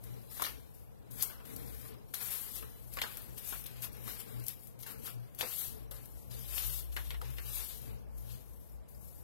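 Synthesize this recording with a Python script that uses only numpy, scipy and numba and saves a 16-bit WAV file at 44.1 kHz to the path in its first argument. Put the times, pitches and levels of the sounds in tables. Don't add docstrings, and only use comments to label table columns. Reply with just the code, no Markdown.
import sys
import numpy as np
from scipy import signal
from scipy.fft import rfft, irfft, next_fast_len
from scipy.io import wavfile
from scipy.ndimage import uniform_filter1d
from numba import njit

SR = 44100
rng = np.random.default_rng(int(sys.argv[2]) if len(sys.argv) > 2 else 0)


def volts_from_decibels(level):
    exponent = np.asarray(level, float) / 20
    return 10 ** exponent


def unload_wav(signal):
    wavfile.write(
        sys.argv[1],
        SR,
        np.round(np.clip(np.atleast_2d(signal).T, -1, 1) * 32767).astype(np.int16),
    )


N = 407043

# start_s, held_s, scrape_db, flex_above_scrape_db, sheet_hz
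DRAGS = [(-0.02, 0.33, -68.5, -6, 4000), (0.297, 0.16, -46.5, -10, 1900), (1.097, 0.1, -51, -20, 1694),
         (1.24, 0.077, -58.5, -5, 3410), (1.439, 0.43, -53, -9, 2400), (2.191, 0.13, -42, -11.5, 2370),
         (2.68, 0.11, -62.5, -13.5, 1910), (2.907, 0.23, -50.5, -8, 2560), (3.2, 0.2, -57, -19, 2790),
         (3.62, 0.23, -58, -3, 2530), (3.9, 0.065, -59, -1.5, 2600), (4.25, 0.25, -58.5, -3.5, 2140),
         (4.55, 0.098, -65, -9, 2480), (4.786, 0.022, -51.5, -8, 2800), (4.848, 0.049, -46.5, -7, 1720),
         (5.16, 0.23, -68.5, -5, 2100), (5.34, 0.03, -60, -22, 3000), (5.377, 0.018, -42, -3, 3260),
         (5.43, 0.2, -42.5, -12, 3740), (5.91, 0.3, -61, -17, 3260), (6.291, 0.12, -51.5, -4, 4630),
         (6.6, 0.17, -41, -12, 3770), (6.906, 0.19, -52.5, -7, 3380), (7.2, 0.41, -58, -0.5, 2530),
         (8.19, 0.53, -64, -25, 3171), (8.58, 0.045, -66.5, -20, 2500), (8.875, 0.24, -64.5, -30, 2011)]
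# peak_s, fall_20db_s, scrape_db, flex_above_scrape_db, sheet_hz
PULLS = [(0.451, 0.1049, -43, -1.5, 2620), (1.224, 0.11, -38, -10.5, 2400), (1.331, 0.4, -63.5, 4.5, 1310),
         (1.781, 0, -50.5, -13, 2121), (1.921, 0, -66.5, 13, 1180), (2.351, 0.34, -40.5, -13.5, 2380),
         (2.558, 0.09, -41, -9, 3740), (3.383, 0.03, -43, -5, 2750), (3.5, 0.2, -40, -12.5, 2600),
         (3.837, 0.05, -38.5, -8, 2860), (4.098, 0.18, -43, -7.5, 2440), (4.202, 0.04, -41, -10, 2760),
         (4.291, 0.26, -56.5, -31, 2561), (4.484, 0.09, -44.5, -10.5, 3400),
         (4.631, 0.15, -55.5, -22, 1901), (4.832, 0.01, -40, -7.4, 3200), (4.991, 0.06, -54, -17, 2521),
         (5.063, 0.09, -42, -9, 2980), (5.589, 0.19, -37.5, -15.5, 3520), (6.181, 0.2, -62, -18.4, 2061),
         (6.574, 0.22, -36.5, -9, 3180), (7.569, 0.31, -39.5, -9, 3800), (7.881, 0.1, -63, 2, 2110),
         (8.181, 0.1, -58.5, -25, 2500), (8.311, 0.14, -55, -3, 4000), (8.411, -0.2, -60, -25, 2500),
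         (9.051, 0.16, -55, -40, 1841), (9.161, 0.2, -56.5, -37, 1900)]
# start_s, fall_20db_s, scrape_db, flex_above_scrape_db
FLICKS = [(0.03, 0.5, -61, -3), (0.733, 0.17, -56.5, -25), (2.137, 5, -43.5, -8.5), (2.81, 2, -58, -31.5),
          (2.86, 0.1, -56, -32.5), (3.017, 0.13, -50, 5), (3.17, 0.14, -49, -5), (5.405, 0.14, -63, 20.5),
          (5.908, 0.25, -50, -8), (6.05, -4, -64, -22), (8.166, 8, -58.5, -23), (8.528, 0, -55, -29),
          (8.879, 0.2, -59.5, -28)]
# time_s, scrape_db
GRIP = [(0, -64), (.6, -63.5), (.95, -75), (1.9, -71), (2.1, -82), (2.7, -73.5), (4.6, -66), (4.75, -82),
        (5.0, -70), (5.28, -82), (5.85, -80), (6.2, -64), (7.85, -59), (8, -84), (8.2, -69.5), (8.62, -72),
        (8.75, -90), (9.23, -87.5)]
# time_s, peak_db, decay_s
SNAPS = [(0.037, -44, 0.056), (0.42, -26.5, 0.012), (0.438, -34, 0.015), (0.449, -31.5, 0.015),
         (1.109, -48, 0.034), (1.2205, -30, 0.015), (1.2238, -17, 0.0085), (1.452, -45, 0.094),
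         (1.561, -36, 0.063), (1.813, -46, 0.02), (1.938, -54, 0.04), (2.128, -48, 0.03),
         (2.1365, -38, 0.03), (2.141, -28.5, 0.11), (2.873, -50, 0.02), (2.918, -49, 0.04),
         (2.936, -38, 0.057), (3.0148, -29.5, 0.022), (3.1697, -36, 0.03),  (3.218, -40, 0.02),
         (3.448, -40.5, 0.031), (3.6385, -38, 0.02), (3.6629, -34.5, 0.026),  (3.768, -47, 0.032),
         (3.8205, -33, 0.033), (3.929, -45, 0.02), (3.9676, -45, 0.021), (4.382, -51.5, 0.018),
         (4.397, -42.5, 0.027), (4.438, -41, 0.02), (4.4644, -33, 0.024), (4.4812, -27.5, 0.0211),
         (4.6345, -44.5, 0.02), (4.6705, -41.5, 0.021), (4.7895, -47, 0.017),  (4.8235, -43.5, 0.037),
         (5.347, -44, 0.037), (5.3873, -32, 0.02), (5.4095, -31, 0.02), (5.91, -40, 0.036),
         (6.0557, -42, 0.02), (6.3233, -54, 0.027), (6.39, -40, 0.02), (6.9631, -38.5, 0.0206),
         (7.112, -53, 0.02), (7.215, -43, 0.027), (7.302, -43, 0.037), (7.385, -64, 0.01),
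         (7.435, -52, 0.02), (7.8164, -42, 0.037), (8.1765, -54, 0.017), (8.1825, -51.5, 0.02),
         (8.291, -47, 0.02), (8.319, -45, 0.02), (8.541, -52.5, 0.02), (8.888, -55, 0.05)]
# time_s, peak_db, panel_hz, decay_s
BUCKLES = [(0.396, -34.5, 1080, 0.027), (0.409, -34.5, 1100, 0.022), (0.419, -28.5, 1190, 0.029),
           (0.437, -32, 3900, 0.02), (0.447, -27.5, 1600, 0.02), (0.452, -33, 4240, 0.03),
           (0.464, -33.5, 1700, 0.02), (1.198, -44, 3280, 0.024), (1.208, -36, 4560, 0.05),
           (1.229, -44, 1100, 0.012), (1.299, -41, 1470, 0.026), (1.85, -45.5, 1140, 0.03),
           (1.942, -51.5, 1180, 0.056), (2.138, -33.5, 1390, 0.089), (2.144, -42, 4200, 0.04),
           (2.625, -38, 1270, 0.02646),   (2.97, -32, 1240, 0.033), (2.986, -30.5, 2040, 0.03),
           (3.016, -22.5, 2250, 0.045), (3.023, -36, 3170, 0.03), (3.037, -35, 1580, 0.037),
           (3.171, -44.5, 1550, 0.03),  (3.524, -31.5, 1480, 0.023), (3.64, -45, 3470, 0.023),
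           (3.659, -39.5, 3500, 0.023), (3.84, -49, 1200, 0.02), (4.077, -40, 1170, 0.049),
           (4.089, -38.5, 3460, 0.031),  (4.481, -45, 3391, 0.03), (4.863, -40.5, 1710, 0.02),
           (5.076, -39, 1371, 0.03), (5.394, -43, 1160, 0.023), (5.4084, -23, 2180, 0.02),
           (5.415, -34, 4000, 0.03), (5.428, -37, 2400, 0.045), (5.428, -48, 493, 0.032),
           (5.912, -40.5, 526, 0.035),  (6.579, -30, 3100, 0.027), (6.964, -28, 1860, 0.088),
           (7.105, -34.5, 2280, 0.075), (7.143, -37.5, 2000, 0.043), (7.2138, -37.5, 1300, 0.017),
           (7.224, -51, 524, 0.045), (7.383, -34, 2030, 0.024)]
# pitch_hz, level_db
FIBRE_TONE = [(1500, -53), (3500, -6), (6000, -2.5), (9000, 2), (13000, 2), (16500, 2)]
# pitch_hz, level_db
SHEET_TONE = [(200, -0.5), (450, 4), (1100, 2.5), (2000, -4.5), (3500, -3.5), (6000, -7.5), (12000, -15)]
# time_s, peak_db, ring_hz
TICKS = [(0.143, -63, 5670), (0.22, -65, 4910), (0.303, -59, 5300), (0.579, -61, 5460), (0.792, -72, 5440),
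         (0.98, -65, 5010), (1.078, -68, 5170), (1.204, -50, 4870), (1.225, -50, 5030), (1.381, -60, 5100),
         (1.494, -72, 4900), (1.572, -51, 4800), (1.68, -56, 5130), (1.888, -67.5, 5250),
         (1.987, -66, 5060), (2.091, -65, 5660), (2.571, -53, 5570), (2.847, -69.5, 5680),
         (3.308, -64, 5800), (4.399, -64, 4720), (4.598, -60, 5870), (5.145, -64, 5370), (5.296, -66, 5580),
         (5.771, -59, 4970), (5.881, -63, 5800), (6.05, -64, 5000), (6.156, -68, 5720), (6.233, -66, 5000),
         (7.252, -67, 5800), (7.298, -63, 5700), (7.334, -55, 4400), (7.442, -58, 5740),
         (7.99, -62.5, 5700), (8.264, -67, 5650), (8.602, -74, 4670), (8.697, -68, 5600),
         (8.859, -77, 5310), (8.951, -62.5, 5130)]
# time_s, drone_db
DRONE = [
    (0, -71.5),
    (5.65, -78.5),
    (5.8, -65),
    (6.4, -65),
    (6.55, -51),
    (7.42, -49),
    (7.55, -57),
    (8.3, -59),
    (9.23, -64.5),
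]
# peak_s, drone_db, octave_db
GUSTS = [(0.1, -63.5, -53), (0.55, -63.5, -59), (1.17, -64, -57), (1.55, -66, -55.5), (1.698, -58, -55.5),
         (1.92, -64, -57.5), (2.63, -58.5, -65), (2.92, -60, -72), (3.3, -62.5, -59.5), (3.55, -62, -63),
         (3.749, -67.5, -57), (3.95, -66, -56), (4.08, -61, -54), (4.361, -61, -49), (4.6, -91, -63),
         (4.75, -78, -64.5), (5.002, -70, -56.5), (5.17, -73, -56), (5.45, -73, -61), (5.77, -60, -56),
         (5.999, -68.5, -61.5), (6.15, -67.5, -68), (6.38, -58.5, -55), (6.7, -50.5, -60.5),
         (7.102, -65, -59), (7.3, -66, -52.5), (7.452, -64, -57), (7.902, -57, -50.5), (8.3, -57.5, -54.5),
         (8.6, -58, -77)]
# pitch_hz, level_db_per_hz
AIR_TONE = [(21, -35), (36, 4.5), (129, 1.5), (376, -12), (511, -10), (992, -20), (1350, -26.5),
            (2900, -34.5), (4360, -45), (6720, -47), (12100, -57), (16000, -40)]
# pitch_hz, share
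AIR_SHARED = [(60, 1), (300, .7), (1000, 0.039), (4000, 0.11)]
# start_s, length_s, level_db
WHINES = [
    (0.09, 0.35, -62.5),
    (.47, 0.04246, -72),
    (2.35, 0.457, -60.5),
]
# multiple, level_db
WHINE_ORDERS = [(2, -16), (3, -11), (4, -7), (5, -15), (7, -16), (10, -19), (12, -19), (14, 0)]
# pitch_hz, level_db
RIGHT_TONE = [(50, -1), (110, -2.5), (600, -5), (3000, -1), (6000, -2), (7500, -5), (10000, -11),
              (16000, -16)]
# pitch_hz, rarity_in_spreads_of_chance
MUTE_LEFT = [(1200, 1.8), (2500, .95), (4000, .55), (6000, .5), (8000, 1), (11000, 1.9), (13500, 1.4),
             (15500, .5)]
MUTE_RIGHT = [(1200, 2.2), (3000, 1.4), (4500, 1), (6500, .5), (15000, .4)]

ROOM_T60_S, ROOM_DB = 0.16, -1.5


def rustle():
    scrape, flex, sheet_hz, uneven_db = hands()
    uneven_db = np.clip(uneven_db, 0, 6)
    fibre_power = scrape * bursts(1000, 11.0, uneven_db)
    fibre = room(fibre_power, ROOM_DB + 2.0, 0.38 * ROOM_T60_S, right_db=-20)
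    sheet_power = flex * bursts(250, 16.0, 1.16 * uneven_db)
    push = room(sheet_power, ROOM_DB, ROOM_T60_S, right_db=-8)
    sheet = []
    for side in push:
        low_ring = svf(side, sheet_hz, 0.72)
        high_ring = svf(side, 1.86 * sheet_hz, 0.5)
        sheet.append(0.22 * side + low_ring + 0.48 * high_ring)
    return volts_from_decibels(-3.5) * fibre, volts_from_decibels(10.5) * np.array(sheet)


def hands():
    drag_rise_s, drag_fall_s, drag_uneven_db = 0.018, 0.074, 1.5
    pull_rise_share, pull_round, pull_uneven_db = 0.65, 1.276, 1
    flick_rise_s, flick_hz, flick_uneven_db = 0.0076, 2000, 1.5
    rest_flex_db, rest_hz = -80.5, 2400
    t = np.arange(0, N / SR + 0.002, 0.001)
    strokes = []
    for s, held, *rest in DRAGS:
        strokes.append((s + drag_rise_s, drag_rise_s, held, drag_fall_s, 1, drag_uneven_db, *rest))
    for s, fall, *rest in PULLS:
        strokes.append((s, pull_rise_share * fall, 0, fall, pull_round, pull_uneven_db, *rest))
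    for s, fall, *rest in FLICKS:
        strokes.append((s + flick_rise_s, flick_rise_s, 0, fall, 1, flick_uneven_db, *rest, flick_hz))
    strokes = np.array(strokes)
    strokes[:, [1, 3]] = np.clip(strokes[:, [1, 3]], 0.005, 0.6)
    top, rise, held, fall, bend, uneven_db, db, flex_db, hz = np.transpose(strokes)[..., None]

    away = np.maximum((top - t) / rise, 0) + np.maximum((t - top - held) / fall, 0)
    scrape = volts_from_decibels(2 * np.maximum(db - 20 * away ** bend, -200))
    flex = scrape * volts_from_decibels(2 * flex_db)
    all_scrape, all_flex = scrape.sum(axis=0), flex.sum(axis=0)
    rest = volts_from_decibels(2 * rest_flex_db)
    log_hz = ((flex * np.log(hz)).sum(axis=0) + rest * np.log(rest_hz)) / (all_flex + rest)
    uneven = (scrape * uneven_db).sum(axis=0) / all_scrape
    grip_db = np.interp(t, *np.transpose(GRIP))
    controls = [settle(all_scrape, -28.5, grip_db, t[1]), settle(all_flex, -13, rest_flex_db, t[1]),
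                np.exp(log_hz), uneven]
    return [np.interp(np.arange(N) / SR, t, c) for c in controls]


def settle(power, creep_db, rest_db, step_s):
    p = np.exp(-2 * np.log(1000) * step_s / 1)
    creep = signal.lfilter([1 - p], [1, -p], power)
    return power + volts_from_decibels(2 * creep_db) * creep + volts_from_decibels(2 * rest_db)


def bursts(per_s, fade_ms, uneven_db):
    when, size = rng.random(N), rng.exponential(size=N)
    power = (when < per_s / SR) * volts_from_decibels(2 * uneven_db * np.minimum(size, 3.0))
    power = signal.lfilter([1], [1, -np.exp(-2000 / (fade_ms * SR))], power)
    return power / (uniform_filter1d(power, size=6000) + 1e-9)


def creases():
    snaps = room(blows(SNAPS, crack_db=8), ROOM_DB - 3.0, 0.82 * ROOM_T60_S, right_db=-52)
    s, _, hz, _ = np.transpose(BUCKLES)
    latest = np.maximum(np.searchsorted(s, np.arange(N) / SR) - 1, 0)
    panel_hz = hz[latest]
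    push = room(blows(BUCKLES, crack_db=5.5), ROOM_DB - 1.5, 1.14 * ROOM_T60_S, right_db=-3.5)
    rings = []
    for side in push:
        thud = 0.36 * np.minimum(1200 / panel_hz, 1) * side
        low_ring = svf(side, panel_hz, 0.28)
        high_ring = svf(side, np.minimum(1.48 * panel_hz, 9000), 0.28)
        rings.append(thud + low_ring + 0.41 * high_ring)
    return volts_from_decibels(-7) * snaps, volts_from_decibels(10) * np.array(rings)


def blows(table, crack_db):
    crack_s, desk_s, desk_db = 0.0036, 0.0068, -9
    crack_growth = 0.12
    power, t = np.zeros(N + 8192), np.arange(8192) / SR
    crack = volts_from_decibels(2 * crack_db) * np.exp(-(2 * t / crack_s - 1) ** 4)
    crack = crack + volts_from_decibels(2 * desk_db) * np.roll(crack, int(desk_s * SR))
    onset = np.minimum(t / 0.002, 1)
    for s, db, *_, t60 in table:
        fade = np.exp(-2 * np.log(1000) * t / np.clip(t60, 0.008, 0.15))
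        sharp = crack * volts_from_decibels(2 * crack_growth * (db + 28.5))
        power[int(s * SR):][:8192] += volts_from_decibels(2 * db - 9.5) * (fade + sharp) * onset
    return power[:N] * volts_from_decibels(2.5 * walk(600))


def room(power, wet_db, t60, right_db):
    direct, *echoes = rng.standard_normal((3, len(power)))
    p = np.exp(-2 * np.log(1000) / (t60 * SR))
    tail = signal.lfilter([1 - p], [1, -p], power)
    near = direct * np.sqrt(power)
    both = np.array([near, volts_from_decibels(right_db) * np.roll(near, 3)])
    return both + volts_from_decibels(wet_db) * np.sqrt(tail) * np.array(echoes)


def ticks():
    tick_s, left_db = 0.0048, -7.5
    out, t = np.zeros(N + 2048), np.arange(-512, 512) / SR
    for s, db, hz in TICKS:
        ring = np.sin(2 * np.pi * hz * t * (1 + 6.0 * t))
        out[int(s * SR):][:1024] += volts_from_decibels(db + 4.0) * np.exp(-(t / tick_s) ** 2) * ring
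    return out[512:N + 512] * np.array([[-volts_from_decibels(left_db)], [1]])


def house():
    low_db, octave_db = gusts()
    steady_db = -58
    wander_hz = 5 * np.clip((steady_db - low_db) / 6, 0, 1) * walk(5)
    hum = np.sin(2 * np.pi * np.cumsum(58.65 + wander_hz) / SR)
    rough = unit(band(band(rng.standard_normal(N), 55, 22), 55, 22))
    low = hum + np.clip(0.53 + (steady_db - low_db) / 30, 0.1, 1) * rough
    bass = volts_from_decibels(low_db + 13.5) * low
    octave = unit(band(band(rng.standard_normal(N), 123.4, 24.5), 119.7, 5.9))

    passing_db = -1.5 * np.abs(np.arange(N) / SR - 2.73)
    rumble_db = 2.2 * walk(6) - 60 + 0.81 * (octave_db - octave_db.mean()) + passing_db
    rumble = band(rng.standard_normal(N), 219, 120) + 1.08 * band(rng.standard_normal(N), 445.0, 29)
    drone = volts_from_decibels(octave_db + 10.0) * octave + volts_from_decibels(rumble_db + 5.5) * unit(rumble)
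    walls = np.array([drone + np.roll(bass, 55), volts_from_decibels(-4.5) * (drone + bass)])
    return unit(moving_air()) * volts_from_decibels(-52.5 + 1.03 * walk(4)) + walls


def gusts():
    gust_s, calm_db = 0.071, -68.5
    t = np.arange(0, N / SR + 0.02, 0.01)
    s, *peaks_db = np.transpose(GUSTS)[..., None]
    swell = np.exp(-((t - s) / gust_s) ** 2)
    time_s = np.arange(N) / SR
    lows, octaves = (np.interp(time_s, t, (volts_from_decibels(2 * db) * swell).sum(axis=0)) for db in peaks_db)
    fan_db = np.interp(time_s, *np.transpose(DRONE))
    return 10 * np.log10(lows + volts_from_decibels(2 * fan_db)), 10 * np.log10(octaves + volts_from_decibels(2 * calm_db))


def moving_air():
    size = next_fast_len(N)
    hz = np.fft.rfftfreq(size, 1 / SR)
    share = np.clip(read(AIR_SHARED, hz), 0, 1)
    common, *own = rfft(rng.standard_normal((3, size)))
    mixed = np.sqrt(share) * common + np.sqrt(1 - share) * np.array(own)
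    return irfft(mixed * volts_from_decibels(read(AIR_TONE, hz)), size)[:, :N]


def circuit():
    t = np.arange(N) / SR
    polls = [(0.725 + k * 0.3215, 0.03, -69) for k in range(17)]
    load = sum(volts_from_decibels(db) * ((t > s) & (t < s + held)) for s, held, db in [*WHINES, *polls])
    whine_hz = 999.7
    comb = sum(volts_from_decibels(db) * np.sin(2 * np.pi * k * whine_hz * t + k * k) for k, db in WHINE_ORDERS)
    hiss = volts_from_decibels(-72) * unit(band(rng.standard_normal(N), 9000, 9000))
    return uniform_filter1d(load, size=400) * volts_from_decibels(2.7 * walk(28)) * comb + hiss


def read(table, hz):
    f, v = np.transpose(table)
    return np.interp(np.log(hz + 1), np.log(f), v)


def colour(x, table):
    size = next_fast_len(N)
    gain = volts_from_decibels(read(table, np.fft.rfftfreq(size, 1 / SR)))
    return irfft(rfft(x, size) * gain, size)[..., :N]


def unit(x):
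    return x / np.sqrt(np.mean(x ** 2))


def band(x, hz, width_hz):
    return signal.lfilter(*signal.iirpeak(hz, hz / width_hz, fs=SR), x)


@njit
def svf(x, hz, k):
    y, b, l = np.empty(len(x)), 0., 0.
    for i in range(len(x)):
        g = np.tan(np.pi * hz[i] / SR)
        v = (b + g * (x[i] - l)) / (1 + g * (g + k))
        b, l, y[i] = 2 * v - b, l + 2 * g * v, k * v
    return y


def walk(rate):
    k = int(SR / rate)
    held = np.repeat(rng.standard_normal(N // k + 1), k)
    return 4 / 3 * uniform_filter1d(uniform_filter1d(held, k), k)[:N]


def gate(ports):
    hz, s, z = signal.stft(ports, SR, nperseg=1024, noverlap=768)
    power = np.abs(z) ** 2 + 1e-18
    around = uniform_filter1d(uniform_filter1d(power, size=16, axis=1), size=12, axis=2)
    around_db = 10 * np.log10(around)
    luck = rng.standard_normal((2, len(hz) // 3 + 1, len(s) // 4 + 1))
    luck = uniform_filter1d(uniform_filter1d(luck, size=3, axis=2), size=2, axis=1) * np.sqrt(6)
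    luck = luck.repeat(3, axis=1).repeat(4, axis=2)[:, :len(hz), :len(s)]
    keep = luck > -np.array([read(MUTE_LEFT, hz), read(MUTE_RIGHT, hz)])[..., None]
    keep |= (hz < 1200)[:, None]
    keep[0] &= (around_db[0] > -98.5) | (hz < 13500)[:, None]

    frame = np.minimum(np.arange(len(s)), N // 256 - 1)
    right_top_hz = 14700 + 800 * walk(7)[::1024].repeat(4)[frame]
    keep[1] &= keep[0] & (hz[:, None] < right_top_hz)
    keep[1] |= uniform_filter1d(power[1], size=12, axis=1) > volts_from_decibels(2 * around_db[1] + 12)
    treble = power[0, hz > 1000].sum(axis=0)
    sudden = (treble > 6 * np.roll(treble, 3)) | (treble > 3 * uniform_filter1d(treble, size=30))
    keep |= sudden

    local = uniform_filter1d(uniform_filter1d(power, size=7, axis=1), size=3, axis=2)
    contrast = np.clip(power / local, 0, 3) ** 0.27 * volts_from_decibels(-0.9)
    z = z * np.where(sudden | (hz < 250)[:, None], 1, contrast)
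    return signal.istft(z * keep, SR, nperseg=1024, noverlap=768)[1][:, :N]


def scene():
    scrape, flex = rustle()
    snaps, rings = creases()
    paper = colour(scrape + snaps, FIBRE_TONE) + colour(flex + rings, SHEET_TONE)
    return paper + house() + ticks()


def band_limit(x):
    return signal.sosfilt(signal.butter(12, 15800, fs=SR, output="sos"), x)


def record(dry):
    left = dry[0] + volts_from_decibels(10) * band(dry[0], 12140, 1130)
    right = circuit() - colour(dry[1], RIGHT_TONE)
    cut = signal.ellip(8, 0.5, 35, 15800, fs=SR, output="sos")
    mix = signal.sosfilt(cut, gate(np.array([left, right])))
    return band_limit(mix)


dry = scene()
out = record(dry)
unload_wav(out)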